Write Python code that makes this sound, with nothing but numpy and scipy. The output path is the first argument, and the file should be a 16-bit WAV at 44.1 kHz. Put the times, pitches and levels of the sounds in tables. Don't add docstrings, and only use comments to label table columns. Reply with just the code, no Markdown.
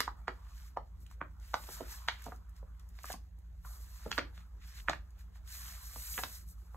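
import sys
import numpy as np
from scipy import signal
from scipy.fft import rfft, irfft, next_fast_len
from scipy.io import wavfile
from scipy.ndimage import uniform_filter1d, map_coordinates

SR = 44100
rng = np.random.default_rng(int(sys.argv[2]) if len(sys.argv) > 2 else 0)


def pcm_store(signal):
    levels = np.round(np.clip(np.atleast_2d(signal), -1, 1) * 32767)
    wavfile.write(sys.argv[1], SR, levels.astype(np.int16).T)


N = 298116

# t/s, approximate peak of the patch's ring level/dB, pitch f/Hz,
# crispness level/dB, weight level/dB, length/ms, left minus right level/dB
BUCKLES = [(0.003, -23, 1460, -1.5, -12.5, 4.2, -4), (0.077, -24.5, 955, -24, -16, 3.4, -2.5),
           (0.279, -25, 1340, -16.5, -8.5, 5.4, -2.5), (0.77, -22, 926, -25, -18, 2.55, 0),
           (0.782, -51, 1090, -32, -33, 2.3, 2), (1.063, -54, 2700, -15, -18, 3.3, -3),
           (1.111, -53, 1210, -25, -27, 7.5, -3), (1.213, -26, 1255, -36, -9, 3.5, -2),
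           (1.54, -20, 1150, -11.5, -18.5, 5.4, -1), (1.636, -49.5, 960, -3, -5, 5.3, 1.5),
           (1.687, -41, 720, -15, -5.5, 7.2, -2), (1.805, -36, 640, -16, 1, 5.7, -4.5),
           (2.084, -18.5, 1280, -4, -28, 2.6, 0), (2.261, -37.5, 705, -22, 0.5, 8.4, -3.5),
           (2.28, -49.5, 780, -26, 8.5, 5.6, -2.5), (2.319, -39, 857, -42, -10, 8.7, -2),
           (2.627, -46, 755, -40, -3, 4.1, 1), (2.987, -50, 1260, -4, -28, 5.6, -5),
           (3.041, -35.5, 1070, -32, -17.5, 5.1, .5), (3.1, -35, 880, -22, -13, 7.5, -3),
           (3.137, -42.5, 1020, -24, 0.5, 8.7, -1.5), (3.647, -47.5, 1130, -30, -40, 12, 1),
           (4.06, -40, 750, -32, 5.5, 6, -3), (4.114, -28, 1500, 0.5, -14.5, 4.1, -1),
           (4.126, -32, 2400, -26, -33, 3.8, -7), (4.178, -25.5, 1350, -8.5, -19.5, 9.3, -6),
           (4.183, -23.5, 1200, -8, -3, 3.6, -3), (4.19, -28, 2160, -17, -11, 4.5, 4),
           (4.376, -47.5, 1550, -2, -12, 2.5, 0), (4.883, -18.5, 1530, -43, -17, 4.5, -3.5),
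           (4.895, -23, 736, -5, -10.5, 3.9, 1), (4.931, -29, 1300, -16, -14.5, 4.2, -1.5),
           (5.356, -59, 1200, -23, -10, 5, -4), (5.958, -48.5, 1060, -10, 1, 8.1, -5),
           (6.139, -54.5, 2730, 11, -4.5, 9.6, -2), (6.177, -32, 1760, -16.5, -11, 10.3, -4),
           (6.187, -33, 860, -7, -21, 7.6, 2), (6.234, -30, 1350, -2.5, -10, 6.8, -2.5),
           (6.744, -43.5, 860, -29, -11, 4.4, -4)]
# centre f/Hz, width f/Hz, run of slips longer by this factor, level/dB before crispness or weight
SHEET_MODES = [(8100, 25000, 0.51, -15), (3890, 5060, 1.33, -0.64), (639, 580, 0.99, -1.7),
               (231, 700, 4.3, -8.5)]
JOLT, SOFTENS_DB = 2.32, 2
PATCH_WIDTH_HZ, PATCH_WIDENS = 1440, 0.73
LEAD_IN = 400


def snaps():
    out = np.zeros((2, N + SR))
    for s, db, hz, crisp_db, weight_db, ms, pan_db in BUCKLES:
        noise = rng.standard_normal((5, SR // 10))
        jolt = JOLT * max(1 - amp(weight_db + SOFTENS_DB), 0)
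        patch_width_hz = PATCH_WIDTH_HZ * (hz / 1200) ** PATCH_WIDENS
        sound = slips(noise[0], ms, hz, patch_width_hz, jolt)
        for row, (centre_hz, width_hz, longer, level_db) in zip(noise[1:], SHEET_MODES):
            shake_db = level_db + (crisp_db if centre_hz > 1000 else weight_db)
            sound = sound + amp(shake_db) * slips(row, longer * ms, centre_hz, width_hz, jolt)
        start = round((s + .0015) * SR)
        pan = amp([[pan_db / 2], [-pan_db / 2]])
        out[:, start:][:, :len(sound)] += amp(db) * sound * pan
    return out[:, LEAD_IN:LEAD_IN + N]


def slips(noise, ms, centre_hz, width_hz, jolt):
    t = (np.arange(len(noise)) - LEAD_IN) / SR
    onset = amp(-13.5 + 20 * t / 0.0097)
    decay = amp(-20 * t / (max(ms, 1) / 1000))
    force = noise * np.where(t < 0, onset, decay)
    force[LEAD_IN:LEAD_IN + 4] += jolt * np.sign(noise[0])
    mode = resonance(centre_hz, width_hz)
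    ring = filtered(force, lambda f: mode(f) ** 3 / (1 + 1j * f / (3.32 * centre_hz)) ** 4)
    ring_s = ms / 1000 + 1 / width_hz
    power = np.sum(ring ** 2) / (SR * ring_s)
    return ring / np.sqrt(power) * 0.44


# t/s, peak level/dB, pitch f/Hz
UNSTICKINGS = [(.0035, -23, 7470), (1.0035, -55, 13000), (1.065, -52, 7550), (1.1119, -54, 6980),
               (1.3986, -56, 6430), (1.67, -41, 7410), (1.9921, -56, 6580), (2.221, -40, 12560),
               (2.2408, -38.5, 7620), (2.2588, -45, 7160), (2.289, -51.5, 8550), (2.36, -54.5, 6660),
               (2.4933, -52, 12500), (2.5638, -53.5, 5930), (2.7958, -50, 7420), (2.825, -64, 11570),
               (2.889, -50, 13100), (3.033, -40.5, 7190), (3.055, -38.5, 7400), (3.119, -32, 6260),
               (3.1274, -30, 5960), (3.3878, -57.5, 13300), (4.1596, -45, 5100), (4.5221, -69, 12500),
               (5.105, -56.5, 6450), (5.1901, -53.5, 11900), (6.4872, -45.5, 12200)]
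RISE_S, TICK_S = .0017, .0035


def ticks():
    out, t = np.zeros(N + SR), np.arange(SR // 50) / SR
    envelope = (1 - np.exp(-t / RISE_S)) * amp(-20 * t / TICK_S)
    for s, db, hz in UNSTICKINGS:
        burst = rng.standard_normal(len(t)) * envelope
        ring = filtered(burst, lambda f: resonance(hz, 1.8 * hz)(f) ** 2)
        out[round(s * SR):][:len(t)] += amp(db) * peak_one(ring)
    return np.array([out[:N], out[:N]])


# f/Hz, relative level/dB per Hz
SKIN_SHAPE = [(4000, -26.5), (7000, -3.5), (10000, -0.5), (13000, 1), (15700, -1)]
PAGE_SHAPE = [(2500, -42), (4000, 0.5), (5500, 0), (7000, -1), (9000, -10.5), (12000, -31)]
DRAG_SHAPE = [(600, -36.5), (1200, -12), (1700, -4.5), (2400, -10), (3800, -11), (6000, -28)]
PAGE_SHARE, PAGE_DB = .55, -1.5


def stroke():
    skin_db, drag_db = contact()
    page_db = PAGE_DB + PAGE_SHARE * skin_db + (1 - PAGE_SHARE) * drag_db
    tremble = wobble(30)
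    skin = amp(skin_db + 1.3 * tremble) * rush(SKIN_SHAPE, grain_db=1.0, patchy_db=-1.0)
    page = amp(page_db + 1.4 * tremble) * rush(PAGE_SHAPE, grain_db=1.5, patchy_db=1.5)
    drag = amp(drag_db + .6 * wobble(24)) * rush(DRAG_SHAPE, grain_db=2.5, patchy_db=1.6)
    return skin + page + drag


# t/s, skin hiss level/dB, drag level/dB
SLIDE_CURVES = [
    [(.3, -91, -89), (.45, -83.5, -78), (.56, -67, -69), (.68, -65.5, -70.5)],
    [(1.42, -70.5, -71.5), (1.58, -56.5, -68), (1.65, -54.5, -66), (1.73, -47.5, -58.5), (1.86, -63, -64),
     (1.92, -46.5, -55.5), (2.05, -69.5, -70), (2.16, -73.5, -63), (2.28, -63.5, -65.5), (2.36, -70.5, -78)],
    [(2.95, -79, -73), (3.03, -61.5, -68.5), (3.12, -47, -52), (3.17, -74, -75.5)],
    [(3.66, -56.5, -72.5), (3.71, -57.5, -73.5), (3.87, -62.5, -74), (4.07, -62, -64), (4.17, -56.5, -75)],
    [(4.62, -79.5, -64), (4.67, -61, -65), (4.72, -67, -64), (4.8, -61.5, -58), (4.83, -63, -77)],
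    [(5.48, -56.5, -59.5), (5.59, -48.5, -59.5), (5.64, -50, -59), (5.69, -48.5, -55.5), (5.8, -55.5, -66),
     (5.97, -47.5, -63), (6.08, -43, -58), (6.19, -40, -67), (6.25, -50, -67), (6.36, -50, -64),
     (6.42, -61.5, -76.5)],
]
# start t/s, length t/s, skin hiss level/dB, drag level/dB
FINGER_BRUSHES = [(0, 0.061, -62, -55), (1.018, 0.014, -71, -100), (1.107, 0.021, -73.5, -73),
                  (2.566, 0.015, -75, -73.5), (2.8, 0.0072, -89, -74.5), (2.9, 0.0043, -94, -88),
                  (4.354, 0.058, -73, -70), (4.879, 0.071, -71, -67.5), (5.194, 0.02, -70.5, -72),
                  (5.356, 0.0067, -73.5, -69), (6.481, 0.041, -60.5, -89), (6.583, 0.17, -76, -91)]
LAND_S, LIFT_S, FADE_DB = 0.036, 0.054, 25.5
REST_HISS_DB, REST_DRAG_DB = -83, -84.5


def contact():
    t = np.arange(N) / SR
    gain = amp([[REST_HISS_DB], [REST_DRAG_DB]]) * np.ones(N)
    brushes = [[(s, *db), (s + length, *db)] for s, length, *db in FINGER_BRUSHES]
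    for rows in SLIDE_CURVES + brushes:
        s, *levels = np.transpose(rows)
        before, after = np.maximum(s[0] - t, 0), np.maximum(t - s[-1], 0)
        away_db = FADE_DB * (before / LAND_S + after / LIFT_S)
        gain = gain + amp([np.interp(t, s, db) - away_db for db in levels])
    return 20 * np.log10(gain)


# t/s, level/dB
PALM_CURVE = [(0.0, -66), (0.7, -71), (0.88, -84.5), (1.34, -74), (1.75, -60.5), (2.2, -64), (2.33, -72.5),
              (3.07, -75), (3.3, -89.5), (3.62, -84), (3.66, -63), (3.8, -69.5), (4.0, -69), (4.2, -65.5),
              (4.59, -75.5), (4.89, -71), (5.361, -76.5), (5.67, -62.5), (5.93, -68), (6.3, -64.5),
              (6.48, -79.5), (6.76, -69.5)]
# f/Hz, relative level/dB per Hz
SCRAPE_SHAPE = [(350, -38), (650, -11.5), (950, -6.5), (1250, -4.5), (1550, -11), (2300, -28.5)]


def palm():
    s, db = np.transpose(PALM_CURVE)
    level_db = np.interp(np.arange(N) / SR, s, db) + 0.46 * wobble(15)
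    return amp(level_db) * rush(SCRAPE_SHAPE, grain_db=2.5, patchy_db=3.5)


# delay t/s, level/dB
REFLECTIONS = [(.0042, -17), (0.0108, -15.5), (.018, -36.5)]


def early_echoes(x):
    return sum(amp(db) * np.pad(x, ((0, 0), (round(s * SR), 0)))[:, :N] for s, db in REFLECTIONS)


# f/Hz, time to fall 60 dB t/s
DECAY_TIMES = [(200, 0.43), (600, 0.13), (1500, 0.19), (4000, 0.22), (10000, .15)]


def room(x):
    out, step = np.zeros((2, N + 2 * SR)), SR // 2
    for start in range(0, N, step):
        shared, own = rng.standard_normal(step), rng.standard_normal((2, step))
        hz, t, z = signal.stft(shared + 1.8 * own, SR, nperseg=128)
        decay = amp(-60 * t / along(DECAY_TIMES, hz)[:, None])
        tail = signal.istft(z * decay, SR, nperseg=128)[1]
        wet = signal.fftconvolve(x[:, start:start + step], tail / np.linalg.norm(tail[0]), axes=1)
        out[:, start + 130:][:, :wet.shape[1]] += wet
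    return out[:, :N]


# f/Hz, rms level/dB, moment in step with the first tone t/s
HUM_TONES = [(49.981, -55.7, 0), (49.075, -62.7, .4726), (58.284, -51, .0871), (66.97, -75, 0),
             (83.68, -63, 0), (119.88, -77, 0), (167.38, -77, 0), (174.89, -76, 0)]


def hum():
    t, first_hz = np.arange(N) / SR, HUM_TONES[0][0]
    tones = 0
    for hz, db, s in HUM_TONES:
        cycles = (hz - first_hz) * (t - s) + first_hz * t
        tones = tones + amp(db + 0.73 * wobble(3.7)) * np.cos(2 * np.pi * cycles)
    return np.sqrt(2) * tones


# f/Hz, relative level/dB per Hz
AIR_SHAPE = [(25, -32.5), (45, 3.5), (70, -4.5), (110, -13.5), (150, -17.5), (180, -16), (240, -27.5),
             (480, -34.5), (750, -36), (1100, -36), (1900, -43), (3000, -55.5), (6000, -59.5),
             (15500, -58.5)]


def air():
    return amp(-57) * rush(AIR_SHAPE, grain_db=1.7, patchy_db=3.5)


# f/Hz, correlation (1 = identical)
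LIKENESS = [(60, 0.94), (200, 0.11), (600, 0.1), (1500, 0.44), (3000, 0.13), (5000, 0.92), (8000, 1),
            (15000, 1)]


def rush(spectrum, grain_db, patchy_db):
    grains = rng.standard_normal((2, N)) * amp(grain_db * wobble(400))
    z = signal.stft(grains, nperseg=512)[2]
    field = uniform_filter1d(rng.standard_normal(z.shape[1:]), 3, 0)
    field = uniform_filter1d(field, 8, 1)
    pair = signal.istft(z * amp(patchy_db * unit(field)), nperseg=512)[1][:, :N]

    def mid_side(hz):
        turn = np.arccos(np.clip(along(LIKENESS, hz), -1, 1)) / 2
        return amp(along(spectrum, hz)) * [np.cos(turn), np.sin(turn)]

    mid, side = filtered(pair, mid_side)
    return unit(np.array([mid + side, mid - side]))


def resonance(centre_hz, width_hz):
    return lambda f: 1j * f * width_hz / (centre_hz ** 2 - f * f + 1j * f * width_hz)


def filtered(x, response):
    n = x.shape[-1]
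    m = next_fast_len(n + 4096)
    return irfft(rfft(x, m) * response(np.fft.rfftfreq(m, 1 / SR)), m)[..., :n]


def wobble(rate):
    knots = rng.standard_normal(int(N * rate / SR) + 4)
    return map_coordinates(knots, [np.arange(N) * rate / SR])


def along(points, hz):
    f, v = np.transpose(points)
    return np.interp(np.log(hz + 1), np.log(f + 1), v)


def amp(db):
    return 10 ** (np.asarray(db) / 20)


def unit(x):
    return x / np.sqrt(np.mean(x ** 2) + 1e-20)


def peak_one(x):
    return x / np.max(np.abs(x))


def scene():
    paper = snaps() + ticks()
    early = early_echoes(paper)
    late = amp(-6.5) * room(paper.mean(axis=0, keepdims=True))
    return paper + early + late + stroke() + palm() + hum() + air()


# f/Hz, left minus right level/dB
PORT_BALANCE = [(60, -1), (300, -0.2), (1200, -0.5), (2400, -1.5), (4500, -0.5), (15000, 0.1)]
LEAD_FROM_HZ, LEAD_TURN_HZ = 2050, 5130
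TOP_HZ = 15700


def record(dry):
    def left(hz):
        lead = np.pi * np.maximum(hz - LEAD_FROM_HZ, 0) / LEAD_TURN_HZ
        return amp(along(PORT_BALANCE, hz) / 2) * np.exp(1j * lead)

    return filtered(dry, lambda hz: (hz < TOP_HZ) * np.array([left(hz), 1 / left(hz)]))


dry = scene()
out = record(dry)
pcm_store(out)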